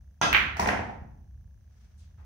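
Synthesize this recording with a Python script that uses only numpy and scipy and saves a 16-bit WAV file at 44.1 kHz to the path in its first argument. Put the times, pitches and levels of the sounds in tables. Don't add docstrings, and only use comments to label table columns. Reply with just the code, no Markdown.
import sys
import numpy as np
from scipy import signal
from scipy.fft import rfft, irfft
from scipy.io import wavfile
from scipy.ndimage import uniform_filter1d, minimum_filter1d

SR = 44100
rng = np.random.default_rng(int(sys.argv[2]) if len(sys.argv) > 2 else 0)


def pcm_store(signal):
    levels = np.round(np.clip(np.atleast_2d(signal), -1, 1) * 32767)
    wavfile.write(sys.argv[1], SR, levels.astype(np.int16).T)


N = 99225
FFT_SIZE = 2 ** 18
HZ = np.maximum(np.arange(FFT_SIZE // 2 + 1) * SR / FFT_SIZE, 1)
T = np.arange(N) / SR

# freq_hz, gain_db
HUM_EQ = [(20, -19), (45, -13), (68, 2), (100, -6.5), (140, -21), (210, -20.5), (300, -37.5), (700, -38),
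          (2000, -65.5)]
# freq_hz, gain_db
HISS_EQ = [(200, 10.5), (800, 7), (2500, 1.5), (4500, -1.5), (6200, 5), (8000, -7), (11000, 1),
           (15000, 0.5)]
# pitch_hz, level_db, t60_s
TICK_RING = [(1670, -85, 0.012), (6020, -90, 0.011)]
# time_s, level_db
RUMBLE_FADER = [(0, -48.5), (.2, -69), (.24, -39), (.4, -36), (.53, -42.5), (.66, -39.5), (.82, -71),
                (.98, -50.5), (1.25, -47), (1.45, -49.5), (1.7, -59.5), (2.25, -50.5)]
# freq_hz, gain_db
RUMBLE_EQ = [(25, -19.5), (48, -5.5), (66, 1.5), (90, -6.5), (130, -13.5), (200, -28), (320, -48),
             (4000, -80)]

# start_s, level_db
CUE_STROKES = [(0.2143, -25.5)]
# freq_hz, gain_db
CUE_EQ = [(25, -23), (80, -9), (200, -1.5), (380, -11), (650, 0.5), (950, 0), (1500, -2.5), (1900, -8),
          (3500, -4.5), (4200, -14.5), (4700, -9.5), (6000, -11.5), (7300, -25), (15000, -30)]
# pitch_hz, gain_db, t60_s
SHAFT_RING = [(476, -21.5, 0.069), (1357, -9, 0.21), (1632, -9.5, .16), (2017, -14, 0.036),
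              (2608, -14.5, 0.1), (3330, -17, .1), (6227, -15, .025)]
# pitch_hz, gain_db, t60_s
TIP_RING = [(946, -9, 0.021), (1361, -12, 0.19), (6100, -17.5, 0.025)]

# start_s, level_db
CLICK_HITS = [(0.3276, -22.5)]
# freq_hz, gain_db
CLICK_EQ = [(40, -33), (200, -18), (600, -18), (1000, -10.5), (1600, -1), (2300, -0.5), (3000, -7),
            (4000, -18), (5400, -31.5), (6200, -30.5), (7300, -41), (11000, -40.5), (14000, -32.5)]
# freq_hz, gain_db
SNAP_EQ = [(2000, -33), (6000, -1.5), (9000, -8.5), (14000, -2)]
# freq_hz, gain_db
BEAM_EQ = [(1800, -3), (3000, 1.5), (4200, -3.5), (5600, -8), (8000, -14.5)]
# delay_s, gain_db, pan_db, spread_s
WALL_SLAPS = [(.007, -12, -4, .004), (0.0188, -6.5, -7, 0.0013), (0.02, -5, -8.5, .0012),
              (0.025, -11.5, -6.5, .0012), (.0395, -12, -3.5, .001), (.048, -18.5, -2, 0.0012)]
# pitch_hz, gain_db, t60_s
CLICK_RING = [(1599, -18, 0.39), (2107, -14, 0.53), (2295, -14, 0.48), (2526, -15, .4), (3120, -19, 0.21)]

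# start_s, level_db, pitch_hz, treble_db, hollow_note_db
POCKET_KNOCKS = [(.566, -46, 878, 22.5, -9), (0.5944, -32.5, 945, 15.5, 2), (0.6229, -35.5, 1007, 1, -0.5),
                 (0.6704, -35.5, 854, 13, 0), (.68, -38, 782, 6.5, -13), (.728, -38.5, 731, -21, -4),
                 (0.790, -43.5, 890, -33, -7), (.893, -47.5, 819, -31, -3)]
# freq_hz, gain_db
POCKET_EQ = [(30, -9.5), (65, 10.5), (120, 0.5), (230, 2.5), (380, -7), (720, -1), (1250, -8.5),
             (2000, -8.5), (3500, -27.5), (5500, -20), (8000, -30.5), (15000, -34.5)]
# start_s, level_db
CLACK_HITS = [(.657, -40), (0.686, -32.5), (.771, -45.5)]
# freq_hz, gain_db
CLACK_EQ = [(150, -15), (700, -3), (1200, -5), (1650, 3), (2100, -1), (2700, -7.5), (3600, -19),
            (12000, -53)]
# start_s, level_db
CUSHION_HITS = [(1.018, -52)]
# freq_hz, gain_db
CUSHION_EQ = [(30, -16), (80, 11.5), (200, -0.5), (400, -25), (1500, -47), (8000, -75)]

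# time_s, level_db
CLOTH_FADER = [(0, -91.5), (1.55, -94), (1.71, -76), (1.87, -72), (1.95, -76.5), (2.25, -80)]
# freq_hz, gain_db
CLOTH_EQ = [(200, 0.5), (700, -1.5), (1500, 4.5), (3000, -2), (4200, -4), (5700, 1), (9000, -11),
            (15000, -19.5)]
# start_s, level_db, rise_s, start_pitch_hz
SLEEVE_SWISHES = [(1.785, -77, 0.029, 5500), (1.973, -66.5, 0.035, 7530)]
# start_s, level_db
SHUFFLE_HITS = [(2.172, -66), (2.203, -76), (2.236, -73)]
# freq_hz, gain_db
SHUFFLE_EQ = [(150, 5), (500, -4.5), (950, 2), (1900, -5), (3000, -16), (10000, -32)]

# freq_hz, t60_s
GARAGE_DECAY = [(60, 0.67), (200, 0.95), (500, 0.61), (1400, 0.58), (2300, 0.51), (9000, 0.43),
                (15000, 0.28)]
# freq_hz, correlation
STEREO_LIKENESS = [(70, 0.98), (150, 1), (280, 0.2), (600, 0.1), (2000, .05), (12000, 0)]
# freq_hz, gain_db
MIC_EQ = [(20, -7), (50, 0.5), (5500, -1), (6250, 1), (7000, -5), (10000, -0.5), (11200, -6.5),
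          (11800, -35.5), (12600, -29), (13400, 1), (14500, -1.5)]


def amp(db):
    return 10 ** (np.asarray(db) / 20)


def at_hz(curve, hz=HZ):
    freqs, values = np.transpose(curve)
    return np.interp(np.log(hz), np.log(freqs), values)


def unit(x):
    return x / np.sqrt(np.mean(np.sum(x * x, axis=-1)) + 1e-30)


def panned(db):
    return amp(np.array([[db], [-db]]) / 2)


def convolve(sound, response):
    return irfft(rfft(sound, FFT_SIZE) * rfft(response, FFT_SIZE))[..., :N]


def delayed(x, delay_s):
    lag = int(np.clip(delay_s * SR, 0, N - 1))
    return np.concatenate([np.zeros(lag), x[:N - lag]])


def pulse(eq):
    cepstrum = irfft(np.log(amp(at_hz(eq))))
    cepstrum[1:FFT_SIZE // 2] *= 2
    cepstrum[FFT_SIZE // 2 + 1:] = 0
    return irfft(np.exp(rfft(cepstrum)))[:N]


def ring(hz, t60_s):
    return unit(np.sin(2 * np.pi * hz * T) * amp(-60 * np.minimum(T / t60_s, 5)))


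def struck(modes):
    return sum(amp(db) * ring(hz, t60_s) for hz, db, t60_s in modes)


def trigger(sound, hits):
    return sum(amp(db) * delayed(sound, start_s) for start_s, db in hits) * np.sqrt(SR / 10)


def diffuse():
    mid, side = rfft(rng.standard_normal((2, FFT_SIZE)))
    alike = np.clip(at_hz(STEREO_LIKENESS), 0, 1)
    return np.sqrt(1 + alike) * mid + np.sqrt(1 - alike) * side * [[1], [-1]]


def noise(eq):
    return unit(irfft(diffuse() * amp(at_hz(eq)))[:, :N]) * np.sqrt(N)


def scattered(x, decay_s):
    t = np.arange(2 ** 11) / SR
    window = np.exp(-t / decay_s) * (1 - np.exp(-2 * t / decay_s))
    burst = irfft(diffuse())[:, :len(t)]
    for _ in range(3):
        spectrum = rfft(burst * window)
        burst = irfft(spectrum / (np.abs(spectrum) + 1e-12))
    return signal.fftconvolve(np.atleast_2d(x), unit(burst * np.sqrt(window)), axes=1)[:, :N]


def garage(predelay_s=0.0014, build_up_s=0.008):
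    field, tail = diffuse(), 0
    octaves_hz = 62.5 * 2.0 ** np.arange(9)
    for hz, share in zip(octaves_hz, np.eye(len(octaves_hz))):
        band = irfft(field * np.interp(np.log(HZ), np.log(octaves_hz), share))[:, :N]
        tail = tail + band * amp(-60 * T / at_hz(GARAGE_DECAY, hz))
    bloom = 1 - np.exp(-np.maximum(T - predelay_s, 0) / build_up_s)
    return unit(tail * bloom)


def in_garage(dry, direct_db, scatter_s):
    return amp(direct_db) * scattered(dry, scatter_s) + convolve(dry, garage())


def room_tone(hum_db=-53, hiss_db=-76, ticks_per_s=30):
    tick = struck(TICK_RING) * np.sqrt(SR / ticks_per_s)
    ticks = sum(delayed(tick, start_s) for start_s in np.arange(0.01, N / SR, 1 / ticks_per_s))
    return amp(hum_db) * noise(HUM_EQ) + amp(hiss_db) * noise(HISS_EQ) + ticks


def slate_rumble():
    level_db = np.interp(T, *np.transpose(RUMBLE_FADER))
    return amp(level_db) * noise(RUMBLE_EQ)


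def cue_knock():
    knock = unit(unit(pulse(CUE_EQ)) + struck(SHAFT_RING))
    stroke = in_garage(trigger(knock, CUE_STROKES), direct_db=-12.5, scatter_s=0.004)
    tip_thump = trigger(struck(TIP_RING), CUE_STROKES)
    return panned(-1.5) * (stroke + tip_thump)


def ball_click(direct_db=-8.5, snap_db=-44, wall_delay_s=0.0095):
    click = trigger(unit(pulse(CLICK_EQ)), CLICK_HITS)
    beam = convolve(click, pulse(BEAM_EQ))
    slaps = sum(amp(db) * panned(pan_db) * scattered(delayed(beam, delay_s), spread_s)
                for delay_s, db, pan_db, spread_s in WALL_SLAPS)
    snap_hits = [(start_s, snap_db) for start_s, _ in CLICK_HITS]
    snap = scattered(trigger(unit(pulse(SNAP_EQ)), snap_hits), decay_s=0.006)
    near = amp(direct_db) * scattered(click, decay_s=0.003)
    tones = delayed(trigger(struck(CLICK_RING), CLICK_HITS), wall_delay_s)
    tail = convolve(delayed(click, wall_delay_s), garage())
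    return panned(-3.5) * (near + tones + tail) + slaps + snap


def pocket_rattle(crossover_hz=2000, ring_db=2):
    thud = unit(pulse(POCKET_EQ))
    body = signal.sosfilt(signal.butter(1, crossover_hz, fs=SR, output="sos"), thud)
    treble = thud - body
    knocks, hollow_notes = 0, 0
    for start_s, db, hz, treble_db, note_db in POCKET_KNOCKS:
        knock = body + amp(treble_db) * treble + amp(ring_db) * ring(hz, t60_s=0.017)
        knocks += trigger(unit(knock), [(start_s, db)])
        hollow_notes += trigger(ring(hz, t60_s=0.067), [(start_s, db + note_db)])
    rattle = in_garage(knocks, direct_db=-2, scatter_s=0.0069)
    return rattle + scattered(hollow_notes, decay_s=0.00136)


def pocket_clacks():
    clacks = trigger(unit(pulse(CLACK_EQ)), CLACK_HITS)
    return in_garage(clacks, direct_db=1, scatter_s=0.0049)


def cushion_bump():
    bump = trigger(unit(pulse(CUSHION_EQ)), CUSHION_HITS)
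    return in_garage(bump, direct_db=2, scatter_s=0.0032)


def clothes_rustle(crinkle_db=2, grain_s=0.0083):
    crinkle = np.interp(T / grain_s, np.arange(N), rng.standard_normal(N))
    level_db = np.interp(T, *np.transpose(CLOTH_FADER))
    return amp(level_db + crinkle_db * crinkle) * noise(CLOTH_EQ)


def sleeve_swish(start_s, db, rise_s, start_hz, fall_oct_per_s=9.8, half_width_hz=2800):
    age_s = np.maximum(T - start_s, 0)
    lowpass = signal.butter(2, half_width_hz, fs=SR, output="sos")
    band = signal.sosfilt(lowpass, rng.standard_normal((2, N)))
    centre_hz = start_hz * 2 ** (-fall_oct_per_s * age_s)
    hiss = unit(band * np.cos(2 * np.pi * np.cumsum(centre_hz) / SR)) * np.sqrt(N)
    swell = age_s / rise_s * np.exp(1 - age_s / rise_s)
    return amp(db) * swell * hiss


def player_stands():
    rustle = clothes_rustle()
    shuffle = scattered(trigger(unit(pulse(SHUFFLE_EQ)), SHUFFLE_HITS), decay_s=0.00695)
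    swishes = sum(sleeve_swish(*row) for row in SLEEVE_SWISHES)
    return rustle + swishes + convolve(shuffle, garage())


def scene():
    shot = cue_knock() + ball_click()
    pocket = panned(-1.5) * (pocket_rattle() + pocket_clacks())
    return shot + pocket + slate_rumble() + cushion_bump() + player_stands() + room_tone()


def limiter(x, ceiling=0.92):
    gain = np.minimum(1, ceiling / (np.abs(x).max(axis=0) + 1e-9))
    return x * uniform_filter1d(minimum_filter1d(gain, size=101), size=101)


def record(dry, fade_in_s=0.008, cutoff_hz=15800):
    coloured = convolve(dry * np.minimum(T / fade_in_s, 1), pulse(MIC_EQ))
    top_cut = signal.firwin(401, cutoff_hz, fs=SR, window="blackman")
    return signal.fftconvolve(limiter(coloured), top_cut[None], "same", axes=1)


dry = scene()
out = record(dry)
pcm_store(out)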